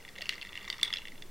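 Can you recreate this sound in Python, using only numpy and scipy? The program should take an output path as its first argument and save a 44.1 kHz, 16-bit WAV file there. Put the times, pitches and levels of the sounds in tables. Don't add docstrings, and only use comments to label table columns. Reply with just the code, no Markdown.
import sys
import numpy as np
from scipy import signal
from scipy.fft import irfft
from scipy.io import wavfile

SR = 44100
rng = np.random.default_rng(int(sys.argv[2]) if len(sys.argv) > 2 else 0)


def generate_wav(signal):
    frames = np.transpose(np.atleast_2d(signal))
    scaled = np.clip(frames, -1, 1) * 32767
    pcm = np.round(scaled).astype(np.int16)
    wavfile.write(sys.argv[1], SR, pcm)


def gain_from_decibels(decibels):
    exponent = np.asarray(decibels, float) / 20
    return 10 ** exponent


N = 57330

# start in seconds, then belly, wall, shoulder and rim levels in dB.
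FIRST_STROKE = [(0.0493, -42.5, -47, -48.5, -65), (0.0788, -43, -49, -51.5, -54.5),
                (0.0884, -43, -54, -48.5, -43.5), (0.1548, -48, -44.5, -56, -66),
                (0.1606, -43, -46, -47, -59), (0.1838, -38.5, -52, -46, -46), (0.2081, -43, -39, -45, -53),
                (0.2172, -38, -48, -41, -32), (0.2209, -35.5, -32, -40, -36), (0.2558, -49, -35, -52, -47),
                (0.2666, -52, -49, -58, -43), (0.2921, -38, -36, -34, -34), (0.305, -37, -57, -46, -48),
                (0.3245, -35, -35, -53, -46), (0.3338, -36, -40, -48, -60), (0.3405, -43, -46, -47, -42),
                (0.3544, -47, -54, -55, -49), (0.3792, -39.5, -56, -54, -55), (0.3975, -64, -50, -59, -63),
                (0.4134, -47, -44, -42, -50)]
SECOND_STROKE = [(0.4205, -42, -34, -51, -47), (0.4268, -39, -36, -47, -42), (0.4495, -40, -48, -49, -56),
                 (0.4697, -41.5, -49, -53, -47), (0.4904, -52, -55, -52, -68), (0.523, -46, -51, -55, -52),
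                 (0.5292, -46, -45.5, -46.5, -54), (0.5538, -36.5, -36, -44, -57),
                 (0.566, -41, -50, -47, -58), (0.5746, -34.5, -32.5, -56, -51),
                 (0.6148, -44.5, -64, -51, -63), (0.6289, -46, -49, -54, -51),
                 (0.6435, -42.5, -54, -48, -52), (0.6498, -51, -54, -44.5, -47),
                 (0.6772, -36.5, -47, -46, -54), (0.6817, -39, -52, -65, -43), (0.7008, -38, -42, -42, -40),
                 (0.727, -38, -46, -44, -50), (0.7406, -42, -47, -56, -56)]
THIRD_STROKE = [(0.7814, -43, -54, -47, -44), (0.7961, -39.5, -61, -44, -45), (0.8124, -53, -39, -41, -39),
                (0.8304, -40, -38, -30, -30), (0.8476, -36.5, -46, -35, -36), (0.8556, -41, -48, -37, -44),
                (0.878, -49, -44, -40, -46), (0.9033, -35.5, -45, -44, -45), (0.9273, -44, -46, -40, -48),
                (0.9374, -44, -42, -42, -44), (0.9476, -42, -55, -45, -46), (0.9588, -34.5, -37, -36, -54),
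                (0.9705, -43, -46, -44, -48), (0.984, -47.5, -34.5, -48, -58),
                (1.0182, -45.5, -43, -52, -61), (1.053, -39.5, -40, -41.5, -56),
                (1.0716, -41, -40.5, -56, -52), (1.082, -43, -44.5, -43.5, -47),
                (1.1191, -42, -53, -66, -55), (1.155, -51, -53, -59, -65), (1.1782, -52, -52, -49.5, -61),
                (1.2221, -41, -43.5, -41, -41)]
# start in seconds, then belly, wall, shoulder and
# rim levels in dB.
FURTHER_STRIKES = [(.1795, -50, -48, -48, -55), (.2395, -46, -45, -52, -55), (.3115, -44, -50, -44, -50),
                   (.331, -46, -42, -50, -52), (.4595, -46, -54, -48, -56), (.5405, -46, -56, -50, -58),
                   (.5845, -48, -54, -52, -58), (.591, -47, -50, -52, -58), (.609, -54, -50, -49, -58)]

# frequency in Hz, level in dB, 60 dB decay in seconds.
BELLY_MODES = [(1900, -2, .02), (2070, 0, .017), (2240, -3, .014)]
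WALL_MODES = [(2770, 0, .017), (3050, -5, .011)]
SHOULDER_MODES = [(3430, 0, .022), (3620, -5, .014), (3980, -5, .012)]
RIM_MODES = [(4230, -4, .011), (4520, 0, .012), (5050, -5, .011), (5560, -5, .011), (6400, -10, .01),
             (7850, -18, .01)]

# start in seconds, level in dB, frequency in Hz.
CUBE_KNOCKS = [(0.45, -46, 1340), (0.497, -47, 1200), (0.521, -46, 1110), (0.677, -35, 1150),
               (0.7893, -40, 1230), (0.818, -41.5, 1060), (0.9012, -38.5, 1220), (0.9377, -41, 1300)]
# start in seconds, level in dB, frequency in Hz.
HAND_KNOCKS = [(.186, -40, 536), (.196, -44, 720), (.205, -46, 637), (.217, -41, 590), (1.13, -44, 263),
               (1.25, -40.5, 362)]
# start in seconds, level in dB, frequency in Hz.
CORNER_CATCHES = [(.184, -36, 3780), (.184, -44, 6300), (.2083, -36, 2280), (.2675, -35, 2200),
                  (.2675, -38, 2610), (.268, -42, 5300), (.3055, -32, 3860), (.3545, -37, 4700),
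                  (.4138, -29, 3150), (.4138, -33, 4370), (.4908, -39, 3600), (.554, -39, 3920),
                  (.629, -46, 7200), (.6772, -34, 3660), (.6815, -38, 5710), (.6815, -43, 7200),
                  (.7816, -42, 5450), (.847, -37, 9300)]
# start in seconds, level in dB, frequency in Hz, 60 dB decay in seconds.
BLOW_MODES = [(.2922, -14, 2830, .009), (.2922, -14, 4300, .006), (.2923, -25, 2160, .009),
              (.2922, -18, 5150, .004), (.2922, -23, 6200, .004), (.2924, -37, 9500, .008),
              (.2955, -27, 1970, .02), (.2955, -35, 3240, .012), (.7008, -23, 2050, .018),
              (.7009, -24, 3030, .011), (.7008, -26, 3660, .015), (.7009, -23, 4600, .011),
              (.7008, -35, 5200, .01), (.7272, -27, 3570, .02), (.7272, -31, 2890, .014),
              (.831, -13, 3580, .011), (.8312, -17, 3450, .024), (.8308, -20, 2150, .012),
              (.8306, -20, 4520, .011), (.8306, -25, 5650, .012), (.8304, -23, 9300, .009),
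              (.8304, -27, 7880, .009), (.8535, -30, 3420, .03), (.878, -27, 3450, .028),
              (.9277, -21, 3420, .017), (.9285, -31, 1880, .022), (.9374, -23, 5080, .011),
              (.9376, -23, 3400, .02), (.9374, -24, 2720, .017), (.9374, -29, 2190, .014),
              (.97, -27, 3990, .013), (.971, -27, 3360, .018), (.97, -34, 5350, .01)]
# start in seconds, crack and tick levels in dB.
SNAPS = [(.2921, -25, -39), (.7009, -28, -43), (.7272, -35, -54), (.8304, -24, -31), (.9274, -32, -51),
         (.9374, -31, -45)]

# time in seconds, rattle level in dB.
STIRRING = [(0, -59), (.13, -65), (.2, -53.5), (.5, -58), (.65, -54), (.82, -53), (.845, -48), (.91, -53),
            (1.0, -54.5), (1.1, -73), (1.3, -84)]
RATTLE_MIX_DB = [4, 3, -3, 0, -4]

# frequency in Hz, 60 dB decay in seconds.
ROOM_T60 = [(500, .3), (3000, .28), (6000, .24), (10000, .2)]
# frequency in Hz, density in dB per Hz.
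AIR_COLOUR = [(20, -47), (30, -6), (62, -3.5), (200, -8.5), (400, -7), (800, -15), (3800, -21),
              (16000, -25.5)]
# frequency in Hz, likeness from 0 to 1.
AIR_LIKENESS = [(60, 0.9), (1000, 0.89), (5000, 0.88), (12000, 0.13)]
# frequency in Hz, rms level in dB, width in Hz.
HUM_LINES = [(60, -74, 5), (192, -68, 26)]
# time in seconds, level in dB.
SWAY_SWELL = [(0, -54), (.95, -54), (1.1, -46), (1.3, -45)]

CUBE_T60 = 0.02
RISE_S, SNAP_RISE_S = 0.0005, 0.0003


def evened(x):
    return x / np.sqrt(np.mean(x ** 2) + 1e-20)


def read(points, hz):
    f, value = np.transpose(points)
    return np.interp(np.log(hz + 1), np.log(f + 1), value)


def along(points):
    s, db = np.transpose(points)
    return gain_from_decibels(np.interp(np.arange(N) / SR, s, db))


def add(mix, s, sound):
    part = mix[round(s * SR):][:len(sound)]
    part += sound[:len(part)]


def ring(hz, db, t60, turn=0., rise=RISE_S):
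    t = np.arange(SR // 8) / SR
    fade = gain_from_decibels(-60 * t / t60) + gain_from_decibels(-26 - 60 * t / (3 * t60))
    start = 1 - np.exp(-(t / rise) ** 2)
    return gain_from_decibels(db) * fade * start * np.sin(2 * np.pi * (hz * t + turn))


def crack_band(noise):
    return signal.sosfilt(signal.butter(2, [1600, 6500], "bandpass", fs=SR, output="sos"), noise)


def tick_band(noise):
    return signal.sosfilt(signal.butter(2, 7000, "highpass", fs=SR, output="sos"), noise)


def air():
    air_db, sway_hz, sway_start = -55.5, 10.1, 0.64
    hz, t = np.fft.rfftfreq(N, 1 / SR), np.arange(N) / SR
    a, b, c, d = rng.standard_normal((4, len(hz)))
    alike = np.clip(read(AIR_LIKENESS, hz), 0, 1)
    mid = (a + 1j * b) * np.sqrt(1 + alike)
    side = (c + 1j * d) * np.sqrt(1 - alike)
    wash = evened(irfft(np.array([mid + side, mid - side]) * gain_from_decibels(read(AIR_COLOUR, hz)), N))
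    hum = np.zeros(N)
    for line_hz, db, width_hz in HUM_LINES:
        peak = 1 + ((hz - line_hz) * 2 / width_hz) ** 2
        hum += gain_from_decibels(db) * evened(irfft((b + 1j * a) / peak, N))
    sway = along(SWAY_SWELL) * np.sqrt(2) * np.sin(2 * np.pi * (sway_hz * t + sway_start))
    return gain_from_decibels(air_db) * wash + hum + sway


def room(x):
    likeness = 0.85
    taps = np.zeros((2, SR // 2))
    slots = np.arange(200, SR // 2 - 20, 20)
    at = slots + rng.integers(0, 20, (2, len(slots)))
    np.put_along_axis(taps, at, rng.choice([-1., 1.], at.shape), 1)
    hz, t, z = signal.stft(taps, SR, nperseg=256)
    fade = gain_from_decibels(-60 * t / read(ROOM_T60, hz)[:, None])
    mid, side = signal.istft(z * fade, SR, nperseg=256)[1]
    share = np.sqrt((1 - likeness) / (1 + likeness))
    tail = np.array([mid + share * side, mid - share * side]) / np.linalg.norm(mid)
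    return signal.fftconvolve(x[None], tail, axes=1)[:, :N]


def rattle():
    touches_per_s, spread_db, shorter = 1800, 3., 0.8
    size = gain_from_decibels(spread_db * np.minimum(rng.exponential(1, N), 3))
    size *= rng.random(N) < touches_per_s / SR
    ice = [(hz, 0, CUBE_T60) for hz in (936, 1180, 1330, 1570)]
    families = (BELLY_MODES, WALL_MODES, SHOULDER_MODES, RIM_MODES, ice)
    modes = []
    for family, mix_db in zip(families, RATTLE_MIX_DB):
        modes += [(hz, db + mix_db, shorter * t60) for hz, db, t60 in family]
    which = rng.integers(0, len(modes), N)
    out = np.zeros(N)
    for k, mode in enumerate(modes):
        out += signal.oaconvolve(size * (which == k), ring(*mode))[:N]
    return along(STIRRING) * evened(out)


def knocks():
    out = np.zeros(N)
    kinds = ((CUBE_KNOCKS, CUBE_T60, .001), (HAND_KNOCKS, .045, .005), (CORNER_CATCHES, .01, .0005))
    for rows, t60, rise in kinds:
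        for s, db, hz in rows:
            add(out, s, ring(hz, db, t60, rise=rise))
    for s, db, hz, t60 in BLOW_MODES:
        add(out, s, ring(hz, db, t60, rise=SNAP_RISE_S))
    return out


def snaps():
    crack_t60, haze_db, haze_t60 = 0.01, -21, 0.16
    out, t = np.zeros(N), np.arange(SR // 8) / SR
    fade = gain_from_decibels(-60 * t / crack_t60) + gain_from_decibels(haze_db - 60 * t / haze_t60)
    fade *= np.minimum(t / SNAP_RISE_S, 1)
    for s, crack_db, tick_db in SNAPS:
        crack, tick = rng.standard_normal((2, len(t))) * fade
        add(out, s, gain_from_decibels(crack_db) * crack_band(crack) + gain_from_decibels(tick_db) * tick_band(tick))
    return out


def strikes():
    strike_db, mix_spread_db, detune = 6.5, 4., 0.011
    hard_db, soft_rise_s = -30, 0.0009
    crack_db, crack_t60, tick_db, tick_t60 = -7, 0.01, -13.5, 0.013
    families = (BELLY_MODES, WALL_MODES, SHOULDER_MODES, RIM_MODES)
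    out, t = np.zeros(N), np.arange(600) / SR
    for s, *levels in FIRST_STROKE + SECOND_STROKE + THIRD_STROKE + FURTHER_STRIKES:
        rise = RISE_S if max(levels) > hard_db else soft_rise_s
        for modes, level_db in zip(families, levels):
            luck = rng.uniform(-1, 1, (len(modes), 3))
            mix_db = np.array([db for _, db, _ in modes]) + mix_spread_db * luck[:, 0]
            mix_db += strike_db + level_db - 10 * np.log10(np.sum(gain_from_decibels(2 * mix_db)))
            for (hz, _, t60), db, d in zip(modes, mix_db, luck):
                add(out, s, ring(hz * (1 + detune * d[1]), db, t60, .5 * (d[2] > 0), rise))
        tick_fade = gain_from_decibels(levels[3] + tick_db - 60 * t / tick_t60)
        add(out, s, tick_band(rng.standard_normal(600)) * tick_fade)
        crack_fade = gain_from_decibels(strike_db + max(levels) + crack_db - 60 * t / crack_t60) * np.minimum(t / rise, 1)
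        add(out, s, crack_band(rng.standard_normal(600) * crack_fade))
    return out


def scene():
    gap_s, room_db = 0.000003, -14.5
    jar = strikes() + knocks() + rattle() + snaps()
    lag = gap_s * SR / 2 * np.gradient(jar)
    return np.array([jar - lag, jar + lag]) + gain_from_decibels(room_db) * room(jar) + air()


def roll_off(x):
    return signal.sosfilt(signal.butter(12, 16780, fs=SR, output="sos"), x)


def record(dry):
    edge = signal.firwin(101, 16000, fs=SR)
    mix = signal.oaconvolve(dry, edge[None], "same")
    return roll_off(mix)


dry = scene()
out = record(dry)
generate_wav(out)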